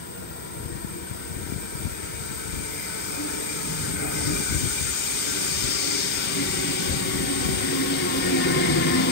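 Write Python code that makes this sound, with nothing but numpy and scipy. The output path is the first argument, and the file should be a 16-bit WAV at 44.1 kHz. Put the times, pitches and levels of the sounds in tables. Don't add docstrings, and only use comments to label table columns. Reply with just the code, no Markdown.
import sys
import numpy as np
from scipy import signal
from scipy.fft import rfft, irfft
from scipy.io import wavfile
from scipy.ndimage import uniform_filter1d

SR = 44100
rng = np.random.default_rng(int(sys.argv[2]) if len(sys.argv) > 2 else 0)


def voltage_ratio(level):
    return 10 ** (np.asarray(level, float) / 20)


def dump_mix(stems):
    frames = np.atleast_2d(stems).T
    limited = np.clip(frames, -1, 1)
    pcm = np.round(limited * 32767).astype(np.int16)
    wavfile.write(sys.argv[1], SR, pcm)


N = 401751

SIZE, HOP = 4096, 1024
HZ = np.fft.rfftfreq(SIZE, 1 / SR)[:, None]
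T = np.arange(N // HOP + 5) * HOP / SR
SAMPLES = np.arange(N) / SR
GAP_S, EASE_S = 4.09, 5.99

# pitch in Hz and width in Hz, both at speed factor 1,
# relative level in dB at tone weight 0, relative level in dB at tone weight 1.
ROLLING_TONES = [(179, 12, -29, 6), (342, 28, -21, 6.5), (367, 16.5, -10, 8), (504, 54, -21, -7),
                 (743, 38, -15, -6.5), (1064, 59, -21, -7.5), (1436, 32, -22, -15), (1823, 100, -32, -15.5),
                 (2146, 114, -35, -14)]
# frequency in Hz, relative level in dB.
ROAR_SPECTRUM = [(60, -51), (150, -19), (400, -11), (600, -18.5), (1200, -23), (2300, -29.5), (2700, -36.5),
                 (5000, -42), (8000, -73)]
# start in seconds, hold in seconds,
# pitch in Hz, lift in dB.
WHEEL_RINGS = [(7.97, .08, 2170, 6), (8.225, .05, 1840, 14), (8.397, 0.054, 1820, 7),
               (8.522, 0.22, 2100, 6), (8.54, 0.15, 1810, 4.5), (8.824, 0.16, 2100, 7),
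               (8.85, 0.099, 1780, 8)]
# time in seconds, tone weight from 0 to 1, going up and down,
# level of the rolling roar in dB.
ROLLING_COURSE = [(0, 0.3, -47), (1.2, 0.14, -45.5), (2.5, 0.4, -45), (3.3, 0.45, -41), (4.3, .65, -39.5),
                  (4.9, 0.34, -45.5), (5.4, 0.85, -39.5), (6.2, 0.55, -40.5), (6.5, 1, -36.5),
                  (7.5, 0.79, -35.5), (8.25, 0.82, -31.5), (8.5, 0.95, -27.5), (9.11, 0.73, -30.5)]


def rolling():
    start_speed, slowing_per_s = 1.32, 0.0381
    wander, flutter_db = 0.007, 1.5
    speed = start_speed - slowing_per_s * T
    weight = over_time(ROLLING_COURSE)[0]
    power = voltage_ratio(over_hz(ROAR_SPECTRUM)) ** 2
    drift, flutter = slow_wander(len(ROLLING_TONES), 7)
    for (hz, width, db_at_0, db_at_1), off, up in zip(ROLLING_TONES, drift, flutter):
        db = db_at_0 + (db_at_1 - db_at_0) * weight + flutter_db * up
        pitch = hz * speed * (1 + wander * off)
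        power = power + (voltage_ratio(db) * peak(pitch, width * speed)) ** 2
    ringing_db = 0
    for s, hold, hz, db in WHEEL_RINGS:
        ringing_db = ringing_db + swells([(s, hold, db)], 0.03, 0.034, T) * peak(hz, 190)
    return from_tunnel(np.sqrt(power) * voltage_ratio(ringing_db), roar_db(), patchy_db=1.5)


def roar_db():
    return over_time(ROLLING_COURSE, SAMPLES)[1]


def drone_pitch(t):
    start_hz, held_hz, early_sag_hz_per_s, late_sag_hz_per_s = 340.1, 296.5, 45, 7.6
    hold_from_s, sink_again_s = 2.4, 4.5
    early = np.clip(held_hz + early_sag_hz_per_s * (hold_from_s - t), held_hz, start_hz)
    return early - late_sag_hz_per_s * np.maximum(t - sink_again_s, 0)


# start in seconds, hold in seconds, lift in dB.
DRONE_LIFTS = [(.6, 0.39, 6.5), (1.37, 0.058, 7.5), (3.2, 0.14, 11.5), (4.0, 0.07, 9), (4.21, 0.12, 13.5),
               (4.56, 0.032, 11), (5.3, 0.12, 8), (5.87, 0.044, 13.5), (6.36, 0.052, 9.5), (6.55, .22, 6.5),
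               (7.15, 0.29, 7), (7.6, 0.33, 9), (8.15, 0.29, 8.5), (8.95, .2, 9.5)]


def gear():
    under_roar_db, smeared_width_hz, waver_hz = -8, 23.6, 2.52
    clears_s, clear_takes_s = 7.2, 0.85
    level_db = roar_db() + under_roar_db + swells(DRONE_LIFTS, 0.083, 0.12, SAMPLES)
    waver = rng.standard_normal(N)
    for _ in range(2):
        waver = uniform_filter1d(waver, size=5000)
    phase = 2 * np.pi * np.cumsum(drone_pitch(SAMPLES) + waver_hz * evened(waver)) / SR
    tone = np.array([np.sin(phase + 1.32), np.sin(phase)]) * 2 * voltage_ratio(level_db)
    smeared = from_tunnel(peak(drone_pitch(T), smeared_width_hz), level_db, patchy_db=0.1)
    clear = 0.24 + 0.29 * np.clip((SAMPLES - clears_s) / clear_takes_s, 0, 1)
    return np.sqrt(1 - clear) * smeared + np.sqrt(clear) * tone


# centre pitch in Hz, width in Hz, relative level in dB when far,
# relative level in dB when near.
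RAIL_MODES = [(1310, 40, -6, -14), (1385, 45, -1, -8), (1490, 50, -4, -10), (1550, 45, 1, -7),
              (1810, 150, -14, -6), (2110, 260, -8, -2), (2340, 110, -1, -6), (2440, 110, -7, -10)]
# start in seconds, hold in seconds, lift in dB.
RAIL_LIFTS = [(2.6, 0.87, 1.2), (4.0, 0.7, 3.4), (5.3, 1.14, 1.4), (8.5, 0.22, 4.5)]


def rail():
    steady_db, rise_db, settle_s = -42, 21, 1.47
    shift_s, shift_takes_s = 4.4, 5.4
    wander, flutter_db = 0.008, 2.4
    near = np.clip((T - shift_s) / shift_takes_s, 0, 1)
    drift, flutter = slow_wander(len(RAIL_MODES), 9)
    power = 0
    for (hz, width, far_db, near_db), off, up in zip(RAIL_MODES, drift, flutter):
        db = far_db + (near_db - far_db) * near + flutter_db * up
        power = power + (voltage_ratio(db) * peak(hz * (1 + wander * off), width)) ** 2
    level_db = steady_db - rise_db * np.exp(-SAMPLES / settle_s)
    level_db = level_db + swells(RAIL_LIFTS, 0.25, 0.5, SAMPLES)
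    return from_tunnel(np.sqrt(power), level_db, patchy_db=2.0)


# frequency in Hz, relative level in dB.
SONG_SPECTRUM = [(7400, -25), (7900, -7), (8300, 2.5), (8700, 2), (9300, -10.5), (9800, -22), (10200, -8.5),
                 (10550, -19.5), (11050, -16.5), (11600, -14.5), (13000, -10), (14000, -11.5), (14700, -18),
                 (15700, -11), (15800, -52)]
# pitch in Hz, width in Hz, relative level in dB.
SONG_WHISTLES = [(8025, 8, 7), (8051, 8, 8), (8273, 12, 7), (8387, 18, 5), (8456, 10, 4), (8643, 40, 1)]


def singing():
    start_db, growth_db_per_s = -46, 3
    sag_from_db, sag_db_per_s = -31, 0.34
    whistles = sum((voltage_ratio(db) * peak(hz, width)) ** 2 for hz, width, db in SONG_WHISTLES)
    come_and_go = voltage_ratio(3.0 * patches(3, 30))
    gain = np.sqrt(voltage_ratio(over_hz(SONG_SPECTRUM)) ** 2 + whistles * come_and_go)
    level_db = np.minimum(start_db + growth_db_per_s * SAMPLES, sag_from_db - sag_db_per_s * SAMPLES)
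    extra = np.clip((SAMPLES - GAP_S) / (EASE_S - GAP_S), 0, 1) * (SAMPLES < EASE_S - 0.25)
    return heard(gain, level_db + 1.7 * extra, -0.000275, 1.8, patchy_db=1.25)


# frequency in Hz, relative level in dB.
HISS_SPECTRUM = [(500, 2), (1500, -7), (2500, 2.5), (4000, -1), (6000, -1), (7500, -2), (9000, -33.5)]
# centre in Hz, width in Hz.
HISS_HUMPS = [(5000, 1700), (7000, 3400)]
# start in seconds, hold in seconds, lift in dB.
BRAKE_BITES = [(3.04, .05, 4.5), (4.2, 0.069, 4), (5.8, 0.2, 7)]


def hiss_level_db():
    quiet_db, top_db, growth_db_per_s, ease_db_per_s = -52, -30.5, 4, 23
    held_db, step_s, step_db, creep_db_per_s = -33, 6.97, -2.5, 2
    late = SAMPLES - EASE_S
    growing = np.maximum(top_db + growth_db_per_s * late, quiet_db)
    held = held_db + (SAMPLES > step_s) * (step_db + creep_db_per_s * (SAMPLES - step_s))
    eased = np.maximum(top_db - ease_db_per_s * late, uniform_filter1d(held, size=3000))
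    gap_db = swells([(GAP_S, 0, -6.5)], 0.23, 0.077, SAMPLES)
    return np.where(late < 0, growing, eased) + gap_db


def hiss():
    bright_s, bright_db, brighten_db_per_s, dull_db_per_s = 4.63, 5.5, 2, 2.5
    dull_eased_db = -3.5
    upper_db = bright_db + np.minimum(brighten_db_per_s * (T - bright_s), dull_db_per_s * (bright_s - T))
    upper_db = upper_db + dull_eased_db * np.clip((T - EASE_S) / 0.3, 0, 1)
    lower_db = swells(BRAKE_BITES, 0.52, 0.34, T)
    gap_db = swells([(GAP_S, 0, -4.5)], 0.37, 0.04, T)
    colour_db = over_hz(HISS_SPECTRUM)
    for lift_db, (hz, width) in zip((lower_db, upper_db), HISS_HUMPS):
        colour_db = colour_db + (lift_db + gap_db) * peak(hz, width)
    return heard(voltage_ratio(colour_db), hiss_level_db(), 0.000452, 0.81, patchy_db=1.23)


# frequency in Hz, relative level in dB.
WIND_SPECTRUM = [(33, -21), (50, 0.5), (80, 1), (150, -4.5), (320, -9), (600, -24.5), (1200, -40.5)]
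# start in seconds, hold in seconds, lift in dB.
WIND_GUSTS = [(.62, 0.51, 4.5), (1.36, 0.21, 8.5), (1.82, 0.05, 9), (2.1, .25, 3.5), (2.54, 0.061, 9),
              (3.9, 0.18, 7.5), (4.25, 0.1, 14), (4.52, 0.14, 15), (4.81, 0.048, 8), (5.6, 0.08, 9),
              (6.9, 0.029, 13), (7.13, 0.12, 9), (7.43, 0.13, 13.5), (8.22, .05, 6)]
# time in seconds, peak in dB, pitch in Hz at that time,
# push 1 or pull -1.
PORT_BUFFETS = [(0.754, -21, 182, 1), (.847, -16.5, 208, -1), (1.113, -21, 125, 1), (1.311, -23, 130, 1),
                (1.364, -22, 204, 1), (1.523, -16.5, 240, 1), (1.562, -17, 150, 1), (1.753, -20, 194, 1),
                (1.87, -18.5, 230, 1), (1.916, -26, 100, -1), (2.037, -26, 110, -1), (2.208, -26, 110, -1),
                (2.313, -22.5, 228, -1), (2.538, -22, 218, 1), (2.607, -25, 298, -1), (4.27, -18.5, 187, 1),
                (4.402, -16, 252, -1), (4.545, -19, 196, -1), (4.639, -14.5, 186, -1),
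                (4.811, -22, 165, -1), (5.641, -21, 167, -1), (7.462, -18, 197, 1), (7.49, -12, 254, -1)]


def wind():
    breeze_db = -40.5
    colour = voltage_ratio(over_hz(WIND_SPECTRUM, np.fft.rfftfreq(N, 1 / SR)))
    noise = rng.standard_normal((N, 4)).T
    slow = uniform_filter1d(uniform_filter1d(noise[2:], 350), 350)
    turbulence = evened(irfft(rfft(noise[:2]) * colour, N) * voltage_ratio(2.75 * evened(slow)))
    left, right = turbulence * voltage_ratio(breeze_db + swells(WIND_GUSTS, 0.11, 0.092, SAMPLES))
    u = np.arange(-400, 1200) / SR
    for s, db, hz, sign in PORT_BUFFETS:
        envelope = np.exp(-(u * hz / np.where(u < 0, 0.24, 1.2)) ** 2)
        kick = np.cos(2 * np.pi * hz * u * (1 - 24 * u)) * envelope
        left[round(s * SR) - 400:][:len(u)] += np.sign(sign) * voltage_ratio(db) * kick
    return np.array([left, voltage_ratio(-8.5) * right + voltage_ratio(-18.5) * np.roll(left, 90)])


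# frequency in Hz, relative level in dB.
RUMBLE_SPECTRUM = [(35, -30), (70, -8.5), (110, -4.5), (150, 2.5), (210, -2), (260, -4), (400, -41.5)]
# start in seconds, hold in seconds, lift in dB.
RUMBLE_SURGES = [(0, 0.45, 5), (3.7, 0.42, 8), (6.4, 0.98, 5), (8.8, .03, 5)]


def ground():
    under_roar_db, scrape_db, scrape_depth_db = -5, -41, 31
    rumble_db = roar_db() + under_roar_db + swells(RUMBLE_SURGES, 0.18, 0.5, SAMPLES)
    rumble = from_tunnel(voltage_ratio(over_hz(RUMBLE_SPECTRUM)), rumble_db, patchy_db=1.5)
    lift_db = swells([(GAP_S - 0.07, 0.2, scrape_depth_db)], 0.11, 0.081, SAMPLES)
    width_hz = np.clip(500 + 3500 * (T - GAP_S + 0.093), 300, None)
    scrape = from_tunnel(peak(550, width_hz), scrape_db - scrape_depth_db + lift_db, patchy_db=3.0)
    return rumble + scrape


# pitch in Hz, width in Hz, level in dB.
STATION_HUMS = [(187, 24, -52.5), (952, 140, -58)]


def station():
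    hums = sum(from_tunnel(peak(hz, width), db, patchy_db=2.0) for hz, width, db in STATION_HUMS)
    high_band = peak(14400, 3500) * (HZ > 11300) * (HZ < 15750)
    return hums + heard(high_band, -53.0, -0.000265, 1.9, patchy_db=7.5)


def from_tunnel(gain, level_db, patchy_db):
    return heard(gain, level_db, 0.00045, 0.69, patchy_db)


# frequency in Hz, left over right in dB, likeness from 0 to 1.
PORT_PAIR = [(40, 0, 0.9), (298, 0, 0.85), (500, 2, 0.9), (840, 5, 0.75), (1010, 6, 0.76), (1165, 3, 0.46),
             (1415, 7, 0), (2470, 4.5, 0.83), (2630, -3, 0.1), (2840, 6.5, 0.47), (3930, 10.5, 0.63),
             (3990, 1, 0.25), (4450, 10.5, 0.14), (5280, 12, 0.5), (5680, 6.5, 0.1), (7030, 13, 0.4),
             (7600, 7.5, 0.1), (7830, 3.5, 0), (9280, -0.5, 0.4), (9300, 0.5, 0.67), (16200, -1, 1)]


def heard(gain, level_db, lead_s, lead_rad, patchy_db):
    hz, left_db, same = np.transpose(PORT_PAIR)
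    left_db = np.interp(HZ, hz, left_db)
    same = np.clip(np.interp(HZ, hz, same), 0, 1)
    a, b, c, d = rng.standard_normal((len(T), len(HZ), 4)).T
    right = a + 1j * b
    lead = np.exp(1j * (2 * np.pi * HZ * lead_s + lead_rad))
    left = same * right * lead + np.sqrt(1 - same ** 2) * (c + 1j * d)
    gain = gain * np.ones(len(T))
    gain = gain / np.linalg.norm(gain, axis=0) * voltage_ratio(patchy_db * patches(24, 2))
    spectra = np.array([left * voltage_ratio(left_db), right]) * gain
    pair = signal.istft(spectra, nperseg=SIZE, noverlap=SIZE - HOP)[1][:, :N]
    return pair / np.std(pair.mean(0)) * voltage_ratio(level_db)


def evened(x):
    return x / np.sqrt(np.mean(x ** 2) + 1e-20)


def over_time(rows, t=T):
    s, *columns = np.transpose(rows)
    return [np.interp(t, s, c) for c in columns]


def over_hz(points, at=HZ):
    hz, db = np.transpose(points)
    return np.interp(np.log(at + 1), np.log(hz + 1), db)


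def peak(hz, width):
    return 1 / (1 + (2 * (HZ - hz) / width) ** 2)


def patches(bins, frames):
    field = rng.standard_normal((len(T), len(HZ))).T
    return evened(uniform_filter1d(uniform_filter1d(field, bins, axis=0), frames, axis=1))


def slow_wander(count, frames):
    noise = rng.standard_normal((count, 2, len(T)))
    return evened(uniform_filter1d(noise, size=frames)).transpose(1, 0, 2)


def swells(rows, rise_s, fall_s, t):
    lift_db = 0
    for s, hold, db in rows:
        shape = np.minimum(1 + (t - s) / rise_s, 1 + (s + hold - t) / fall_s)
        lift_db = lift_db + db * np.clip(shape, 0, 1)
    return lift_db


def scene():
    return rolling() + gear() + ground() + rail() + singing() + hiss() + station() + wind()


def squelch(x, from_hz, under_db):
    z = signal.stft(np.array([x[0] + x[1], x[0] - x[1]]) / 2, nperseg=2048, noverlap=1536)[2]
    power = uniform_filter1d(abs(z[:, :1024]) ** 2, size=3, axis=2)
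    bands = power.reshape(2, 128, 8, -1).mean(2)
    high = (np.arange(128) * SR / 256 > from_hz)[:, None]
    loudest = uniform_filter1d(bands[:, 40:].max((0, 1)), size=8)
    kept = ~high | (bands > loudest * voltage_ratio(under_db) ** 2)
    z[:, :1024] *= np.repeat(kept, 8, axis=1)
    mid, side = signal.istft(z, nperseg=2048, noverlap=1536)[1][:, :N]
    return np.array([mid + side, mid - side])


def top_cut(x):
    return signal.sosfilt(signal.butter(12, 17070, fs=SR, output="sos"), x)


def record(dry):
    bass_cut = signal.butter(4, 38, "high", fs=SR, output="sos")
    mix = squelch(signal.sosfilt(bass_cut, dry), from_hz=9200, under_db=-20.5)
    return top_cut(mix)


dry = scene()
out = record(dry)
dump_mix(out)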